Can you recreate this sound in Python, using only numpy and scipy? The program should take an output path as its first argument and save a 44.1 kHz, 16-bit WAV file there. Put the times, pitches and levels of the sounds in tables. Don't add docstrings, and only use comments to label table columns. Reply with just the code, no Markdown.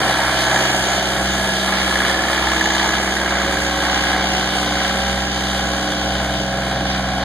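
import sys
import numpy as np
from scipy import signal
from scipy.fft import rfft, irfft
from scipy.io import wavfile
from scipy.ndimage import uniform_filter1d

SR = 44100
rng = np.random.default_rng(int(sys.argv[2]) if len(sys.argv) > 2 else 0)


def store_wav(level_fs):
    pcm = np.round(np.clip(np.atleast_2d(level_fs), -1, 1) * 32767)
    wavfile.write(sys.argv[1], SR, pcm.T.astype(np.int16))


N = 319284
TIME = np.arange(N) / SR
FREQ = np.fft.rfftfreq(N, 1 / SR)
FROM_MIDDLE_S = TIME - TIME.mean()
FIRST_FIRING = 0.05586

# time in seconds, firings per second.
FIRING_RATE = [(0, 64.49), (0.8, 64.43), (1.35, 64.76), (2.0, 63.94), (2.4, 64.33), (2.8, 64.26),
               (3.2, 64.75), (3.7, 64.27), (4.7, 64.26), (5.4, 64.46), (6.5, 64.31), (7.24, 63.82)]
# time in seconds, relative level in dB.
KNOCK_LEVEL = [(0.05, -23), (0.32, -26), (0.58, -22), (1.72, -27.5), (2.56, -27), (3.03, -27),
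               (5.53, -26.5), (7.1, -25.5)]
# time in seconds, relative level in dB.
TREBLE_LEVEL = [(0, -23.5), (0.7, -21), (1.1, -23.5), (2.0, -22), (2.75, -22.5), (3.1, -24.5),
                (3.85, -23.5), (4.95, -22.5), (5.3, -24), (7.24, -27)]


def undb(db):
    return 10 ** (np.asarray(db) / 20)


def unit(x):
    return x / np.sqrt(np.mean(x ** 2))


def curves(table):
    times, *columns = np.transpose(table)
    return [np.interp(TIME, times, column) for column in columns]


def response(points):
    hz, db = np.transpose(points)
    return undb(np.interp(np.log(FREQ + 1), np.log(hz), db))


def colour(x, points):
    low_cut = 1 / (1 + (points[0][0] / (FREQ + 1)) ** 4)
    high_cut = 1 / (1 + (FREQ / points[-1][0]) ** 4) ** .5
    return unit(irfft(rfft(x) * response(points) * low_cut * high_cut, N))


def walk(rate):
    hold = int(SR / rate)
    held = np.repeat(rng.standard_normal(N // hold + 1), hold)
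    return unit(uniform_filter1d(uniform_filter1d(held, hold), hold)[:N])


def spell(start, end, ramp_s):
    return np.clip(np.minimum(TIME - start, end - TIME) / ramp_s + .5, 0, 1)


def driven(db, follow, fade_db_per_s):
    # time in seconds, relative level in dB.
    effort = [(0, -25), (0.17, -21.5), (0.32, -23.5), (0.5, -22.5), (0.9, -25.5), (1.08, -27.5),
              (1.65, -25.5), (2.05, -22), (2.35, -22.5), (2.6, -21.5), (3.0, -23), (3.7, -22.5),
              (4.15, -21.5), (4.4, -25), (4.61, -29), (4.75, -26), (4.95, -24), (5.3, -29), (6.28, -28.5),
              (6.4, -33), (6.52, -28), (7.24, -27.5)]
    above_usual_db = curves(effort)[0] + 23.5
    return undb(db + follow * above_usual_db - fade_db_per_s * FROM_MIDDLE_S)


def clearness():
    return undb((-3 + 0.66 * TIME) / 2)


def tones(cycle, table, waver_db, wander_rad, start_turns=lambda order: rng.random()):
    out = 0
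    for order, db in table:
        phase = 2 * np.pi * (order * cycle + start_turns(order)) + wander_rad * walk(5)
        out = out + np.sqrt(2) * np.sin(phase) * undb(db + waver_db * walk(5))
    return out


def blows(cycle, cylinder_db, decay, rise, steady):
    total = steady
    for k, db in enumerate(cylinder_db):
        age = (cycle - FIRST_FIRING - k / len(cylinder_db)) % 1
        total = total + undb(db) * np.exp(-age / decay) * (1 - np.exp(-age / rise))
    return total


def clatter(cycle, cylinder_db, repeat, decay, rise, steady, bite_db=1.5):
    size, count = 2048, 3
    turn = np.arange(size) / size
    weights = np.array([walk(1.188) for _ in range(count)])
    weights = weights / np.sqrt(np.sum(weights ** 2, axis=0))
    patterns = irfft(np.exp(2j * np.pi * rng.random((count, size // 2 + 1))))
    repeating = sum(w * np.interp(cycle % 1, turn, unit(p)) for w, p in zip(weights, patterns))
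    share = np.clip(repeat + .05 * FROM_MIDDLE_S, 0, 1)
    contacts = np.sqrt(share) * repeating + np.sqrt(1 - share) * rng.standard_normal(N)
    load = undb(bite_db * walk(16))
    return contacts * load * blows(cycle, cylinder_db, decay, rise, steady)


def exhaust(cycle):
    # time in seconds, then relative levels of harmonics one, two and three in dB.
    drone = [(0, -33, -34, -38), (0.8, -32.5, -33.5, -31), (1.5, -32.5, -36, -30), (2.0, -33.5, -47, -28.5),
             (2.5, -28.5, -49.1, -32.5), (3.3, -31, -46, -32.5), (4.2, -30, -41.5, -30),
             (5.5, -29, -36, -29.5), (7.24, -28.5, -34, -27.5)]
    harmonics = [(3 * (k + 1), db) for k, db in enumerate(curves(drone))]
    return tones(cycle, harmonics, waver_db=1.46, wander_rad=0.056) * undb(-0.8)


def engine(cycle):
    # frequency in Hz, gain in dB.
    chassis_eq = [(20, -17), (45, -9), (100, -10.5), (160, -2), (230, -2), (330, -0.5), (430, -4),
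                  (540, -1), (700, -17)]
    block_eq = [(400, -30), (540, -2.5), (640, 1), (760, 3), (830, 1.5), (920, -2), (1200, -61)]
    casing_eq = [(700, 1.5), (900, -3), (1050, 0), (1200, -2), (1400, 1), (1650, -1), (1950, -0.5),
                 (2300, -1), (2900, -14.5)]
    ring_eq = [(700, -13), (840, 1), (930, -1), (1060, -19), (1500, -29)]
    shake = clatter(cycle, (0, 0, -2), repeat=0.28, decay=0.17, rise=0.044, steady=0.4)
    knock = clatter(cycle, (0, -2, -4), repeat=0.22, decay=0.14, rise=0.059, steady=0.32)
    contacts = clatter(cycle, (-2, 0, -4), repeat=0.6, decay=0.04, rise=0.055, steady=0.57)
    chassis = colour(shake, chassis_eq) * driven(db=-31.0, follow=0.29, fade_db_per_s=-0.33)
    block = colour(knock, block_eq) * undb(curves(KNOCK_LEVEL)[0] - 5.0)
    ring = colour(contacts, ring_eq) * driven(db=-15.5, follow=1.6, fade_db_per_s=0.6)
    casing = colour(contacts, casing_eq) * undb(3.5) + ring
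    return (chassis + block) / clearness() + casing * driven(db=-29.0, follow=0.81, fade_db_per_s=0.54)


def gears(cycle):
    # order, relative level in dB.
    gear_tones = [(13.92, -1.5), (25.67, 1.7), (35.22, -1.5), (47.9, -9), (51.34, -7), (68.97, -4)]
    # time in seconds, gain in dB.
    whine_level = [(0, -34.5), (0.42, -38), (1.2, -34.5), (1.5, -43.5), (2.2, -33.5), (2.6, -51),
                   (3.3, -38), (3.75, -31), (4.01, -33.5), (4.68, -32), (5.4, -36), (5.6, -33.5),
                   (7.24, -35.5)]
    return tones(cycle, gear_tones, waver_db=1.9, wander_rad=0.45) * undb(curves(whine_level)[0])


def chug_phase(order):
    delay = 0.0902
    pushes = sum(undb(db) * np.exp(-2j * np.pi * order * (FIRST_FIRING + delay + k / 3))
                 for k, db in enumerate((0, -1, -7)))
    return np.angle(pushes) / (2 * np.pi) + 0.12 * rng.standard_normal()


def hum(cycle):
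    # order, relative level in dB.
    chassis_tones = [(7, -13), (8, -17), (11, -18), (12, -9.5), (13, -14), (25, -16)]
    block_tones = [(29, -16), (30, -12), (31, -15), (32, -11.5), (33, -17), (34, -14), (35, -12.5),
                   (36, -14.5), (37, -12), (38, -11)]
    cover_tones = [(63, -6), (68, -10), (70, -7), (72, -4), (75, -7), (78, 0), (81, -7)]
    frame_tones = [(16, -18), (17, -12), (18, -15), (19, -16), (20, -20)]
    # time in seconds, gain in dB.
    cover_level = [(0, -31.5), (1.3, -32.5), (1.8, -37), (3.3, -39), (4.5, -39), (5.7, -38.5), (7.24, -41)]
    frame_level = [(0, -39), (0.6, -27), (5.3, -32), (6.0, -38.5), (7.24, -38)]
    labour = spell(1.7, 3.16, ramp_s=0.99)
    growl_db = -3.5 + 6.5 * labour - 2.5 * TIME
    chassis = tones(cycle, chassis_tones, waver_db=1.5, wander_rad=0.35) * undb(-4.0) * clearness()
    growl = tones(cycle, [(15, growl_db)], waver_db=2.2, wander_rad=.6)
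    block = tones(cycle, block_tones, waver_db=2.5, wander_rad=0.31, start_turns=chug_phase)
    block *= undb(curves(KNOCK_LEVEL)[0] - 1.1) * clearness()
    cover = tones(cycle, cover_tones, waver_db=2.0, wander_rad=0.51) * undb(curves(cover_level)[0])
    frame = tones(cycle, frame_tones, waver_db=1.5, wander_rad=0.46) * undb(curves(frame_level)[0])
    return (chassis + growl) * driven(db=-30.0, follow=0.39, fade_db_per_s=-1.45) + frame + block + cover


def valves(cycle):
    # frequency in Hz, gain in dB.
    tick_eq = [(1400, -2), (2000, 3.5), (2500, -3), (2950, 8.5), (3600, 5.5), (4300, 0), (4900, 2.5),
               (5500, -9), (6000, 1), (7000, -28), (8000, -30), (14000, -48)]
    early = cycle + 0.02505
    ticks = clatter(early, (0, -2.5, -.5), repeat=0.24, decay=0.053, rise=0.06, steady=0.44, bite_db=1.4)
    return colour(ticks, tick_eq) * undb(curves(TREBLE_LEVEL)[0] - 1.42)


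def soil(cycle):
    # frequency in Hz, gain in dB.
    spray_eq = [(500, 15.5), (3000, 2.5), (6500, 2.5), (8000, 1), (9500, 0.5), (11200, 1), (12600, -6.5),
                (13400, -7.5), (14800, -36)]
    crumbs = rng.standard_normal(N) * (rng.random(N) < 3000 / SR)
    dust = 2.4 * rng.standard_normal(N)
    spray = (unit(crumbs) + dust) * blows(cycle, (0, 0, 0), decay=0.063, rise=0.059, steady=0.72)
    flicker = undb(1.3 * walk(25.09))
    fade_db = 0.89 * FROM_MIDDLE_S
    return colour(spray * flicker, spray_eq) * undb(curves(TREBLE_LEVEL)[0] - 7.5 - fade_db)


def sand(cycle):
    # frequency in Hz, gain in dB.
    hiss_eq = [(5000, -35), (5900, 0.5), (6600, 6), (7200, 0), (7700, -17)]
    # time in seconds, gain in dB.
    hiss_level = [(0, -41), (0.3, -41), (0.52, -31.5), (0.72, -33), (0.93, -31.5), (1.12, -38), (1.33, -35),
                  (1.5, -39), (2.44, -38), (2.72, -30), (3.04, -36), (5.0, -38.5), (5.7, -38.5),
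                  (7.24, -46.5)]
    spray = rng.standard_normal(N) * blows(cycle, (0, -1, 0), decay=0.086, rise=0.046, steady=0.29)
    surges = undb(1.6 * walk(28))
    return colour(spray * surges, hiss_eq) * undb(curves(hiss_level)[0])


def wind():
    # frequency in Hz, gain in dB.
    breeze_eq = [(25, -4), (60, 12), (120, -6), (400, -38)]
    return np.array([colour(rng.standard_normal(N), breeze_eq) * undb(-47.5 + 1.7 * walk(2.6))
                     for _ in range(2)])


def struck_plate(cycle, delay, ring_hz, modes, uneven_db):
    scatter_hz, contact_s = 17.5, 0.0035
    position = cycle - FIRST_FIRING - delay + 1
    stroke = position.astype(int)
    age = position % 1 * 3 / curves(FIRING_RATE)[0]
    strength, pitch = rng.standard_normal((stroke[-1] + 1, 2))[stroke].T
    ring = 0
    for ratio, db, swell_s, loose in modes:
        mix, slip = rng.standard_normal((stroke[-1] + 1, 2))[stroke].T
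        swell = age / swell_s
        phase = 2 * np.pi * (ratio * ring_hz + scatter_hz * pitch) * age + loose * slip
        ring = ring + undb(db + 2.0 * loose * mix) * swell * np.exp(1 - swell) * np.sin(phase)
    return np.array([ring, np.exp(-age / contact_s)]) * undb(uneven_db * strength)


def loose_cover(cycle):
    # time in seconds, relative level in dB, delay in cycles.
    clank = [(0, -29, 0.016), (0.38, -27, 0.008), (0.55, -17.5, 0), (0.75, -24, 0.025), (1.5, -20, 0.037),
             (2.0, -17.5, 0.011), (2.35, -21, 0.0022), (2.63, -15, 0.0078), (2.9, -20.5, -0.038),
             (3.2, -18.5, -0.048), (3.55, -26, -0.06), (4.15, -25, -0.075), (4.45, -22, 0.024),
             (5.7, -21.5, 0.06), (7.24, -20, 0.06)]
    # start and end in seconds, boost in dB.
    third_clanks = [(0, 1.0, 3), (1.75, 2.7, 3), (3.452, 4.2, 9)]
    # time in seconds, pitch in Hz.
    ring_pitch = [(0, 1684), (1.5, 1667), (2.3, 1720), (2.7, 1690), (3.3, 1626), (7.24, 1618)]
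    # ratio to that pitch, relative level in dB, attack in seconds, phase scatter in radians.
    modes = [(1, 0, 0.0026, 0.3), (1.01, -15.5, 0.0076, 0.3), (1.12, -8.5, 0.0025, 0.74),
             (0.87, -14, 0.00073, 1.2)]
    # frequency in Hz, gain in dB.
    crack_eq = [(1100, -4), (1800, 1), (2500, -8), (3400, 1), (4600, -10)]
    usual_db = -30.5
    first_db, first_delay = curves(clank)
    third_db = usual_db + sum(db * spell(start, end, ramp_s=0.13) for start, end, db in third_clanks)
    cylinders = [(first_db, first_delay), (usual_db, 0.325), (third_db, 0.655)]
    ring, force = sum(struck_plate(cycle, delay, curves(ring_pitch)[0], modes, uneven_db=1.1) * undb(db)
                      for db, delay in cylinders)
    crack = colour(rng.standard_normal(N), crack_eq) * force * undb(-4.5)
    return (ring + crack) * driven(db=2.0, follow=0.87, fade_db_per_s=0.45)


def side_panel(cycle):
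    # ratio to the ring's pitch, relative level in dB, attack in seconds, phase scatter in radians.
    modes = [(0.97, -1, 0.0015, 0.48), (0.846, -5.5, 0.0019, 0.79)]
    # time in seconds, gain in dB.
    panel_level = [(0, -34), (1.5, -26), (1.95, -18), (2.8, -21), (3.3, -26), (4.7, -25.5), (5.8, -27),
                   (6.3, -30), (7.24, -29)]
    ring, _ = struck_plate(cycle, delay=0.35, ring_hz=1294, modes=modes, uneven_db=1.4)
    return ring * undb(curves(panel_level)[0])


def strikes():
    # start in seconds, pitch in Hz, level in dB.
    hits = [(0.049, 740, -15), (0.077, 760, -16), (0.095, 740, -15), (0.191, 890, -12), (0.544, 760, -16),
            (2.476, 850, -13), (2.721, 6600, -22), (3.571, 1650, -17), (3.803, 3650, -13),
            (4.118, 746, -14.5), (4.239, 750, -16), (4.505, 3630, -14), (4.737, 3700, -14),
            (5.737, 1630, -14), (7.088, 755, -17)]
    out = np.zeros(N)
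    for start, hz, db in hits:
        ringing = (TIME > start) & (TIME < start + .03)
        age = TIME[ringing] - start
        attack_s = 0.0016 * np.sqrt(1000 / hz)
        swell = age / attack_s
        turns = rng.random(2)
        ring = np.sin(2 * np.pi * (hz * age + turns[0]))
        ring += 0.19 * np.sin(2 * np.pi * (1.17 * hz * age + turns[1]))
        out[ringing] += undb(db) * swell * np.exp(1 - swell) * ring
    return out


def grind(cycle):
    # frequency in Hz, gain in dB.
    groan_eq = [(450, -12), (690, -10), (800, 1), (920, -1), (1080, -7), (1300, -6), (1500, -17)]
    # start and end in seconds, level in dB.
    hard_patches = [(0.452, 0.696, -31), (2.415, 2.92, -27.5)]
    scrape = clatter(cycle, (0, 0, 0), repeat=0.35, decay=0.14, rise=0.057, steady=0.44)
    gate = sum(undb(db) * spell(start, end, ramp_s=0.071) for start, end, db in hard_patches)
    return colour(scrape, groan_eq) * gate


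def ports(direct, scattered):
    # frequency in Hz, side over mid in dB.
    width = [(200, -19), (350, -15), (500, -8), (620, -13), (780, -31), (1400, -33), (1560, -15),
             (1800, -11), (2050, -3), (2350, 0), (2540, 7), (2680, 28), (2800, 14), (2920, 7), (3200, 0),
             (3550, -2), (4000, -9), (4400, -5), (5000, 7), (5170, 18), (5500, 33), (5800, 11), (6250, 0),
             (6900, -9), (7500, -1), (8150, 3), (8450, -18), (9500, -9), (10150, 6), (10700, 0),
             (11500, -4), (12800, 5), (14000, -1)]
    # frequency in Hz, share louder, share earlier.
    left_lean = [(60, -.2, 0), (200, -.05, .1), (480, -.42, .55), (800, -.3, 0), (2350, -.37, 0),
                 (3050, .33, .42), (3550, .13, .56), (4300, -.25, 0), (4900, -.35, -.25), (5500, -.03, 0),
                 (6550, -.47, .27), (7300, -.2, -.12), (8700, -.1, 0), (11000, -.45, .24), (12000, -.5, 0)]
    spread = response(width)
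    hz, louder, earlier = np.transpose(left_lean)
    lean = np.interp(FREQ, hz, louder + 1j * earlier)
    mid = rfft(direct) / np.sqrt(1 + spread ** 2)
    diffuse = np.sqrt((1 - np.abs(lean) ** 2) / (1 + spread ** 2)) * rfft(scattered)
    side = spread * (lean * mid - diffuse)
    soft_ends = signal.windows.tukey(N, .001)
    return irfft(np.array([mid + side, mid - side]), N) * soft_ends


def scene():
    cycle = 0.03098 + np.cumsum(curves(FIRING_RATE)[0]) / SR / 3
    direct, scattered = (engine(cycle) + valves(cycle) + soil(cycle) + sand(cycle) for _ in range(2))
    direct += exhaust(cycle) + gears(cycle) + hum(cycle)
    direct += loose_cover(cycle) + side_panel(cycle) + grind(cycle) + strikes()
    return ports(direct, scattered) + wind()


def record(dry):
    return signal.sosfilt(signal.ellip(10, .2, 90, 14800, fs=SR, output="sos"), dry)


dry = scene()
out = record(dry)
store_wav(out)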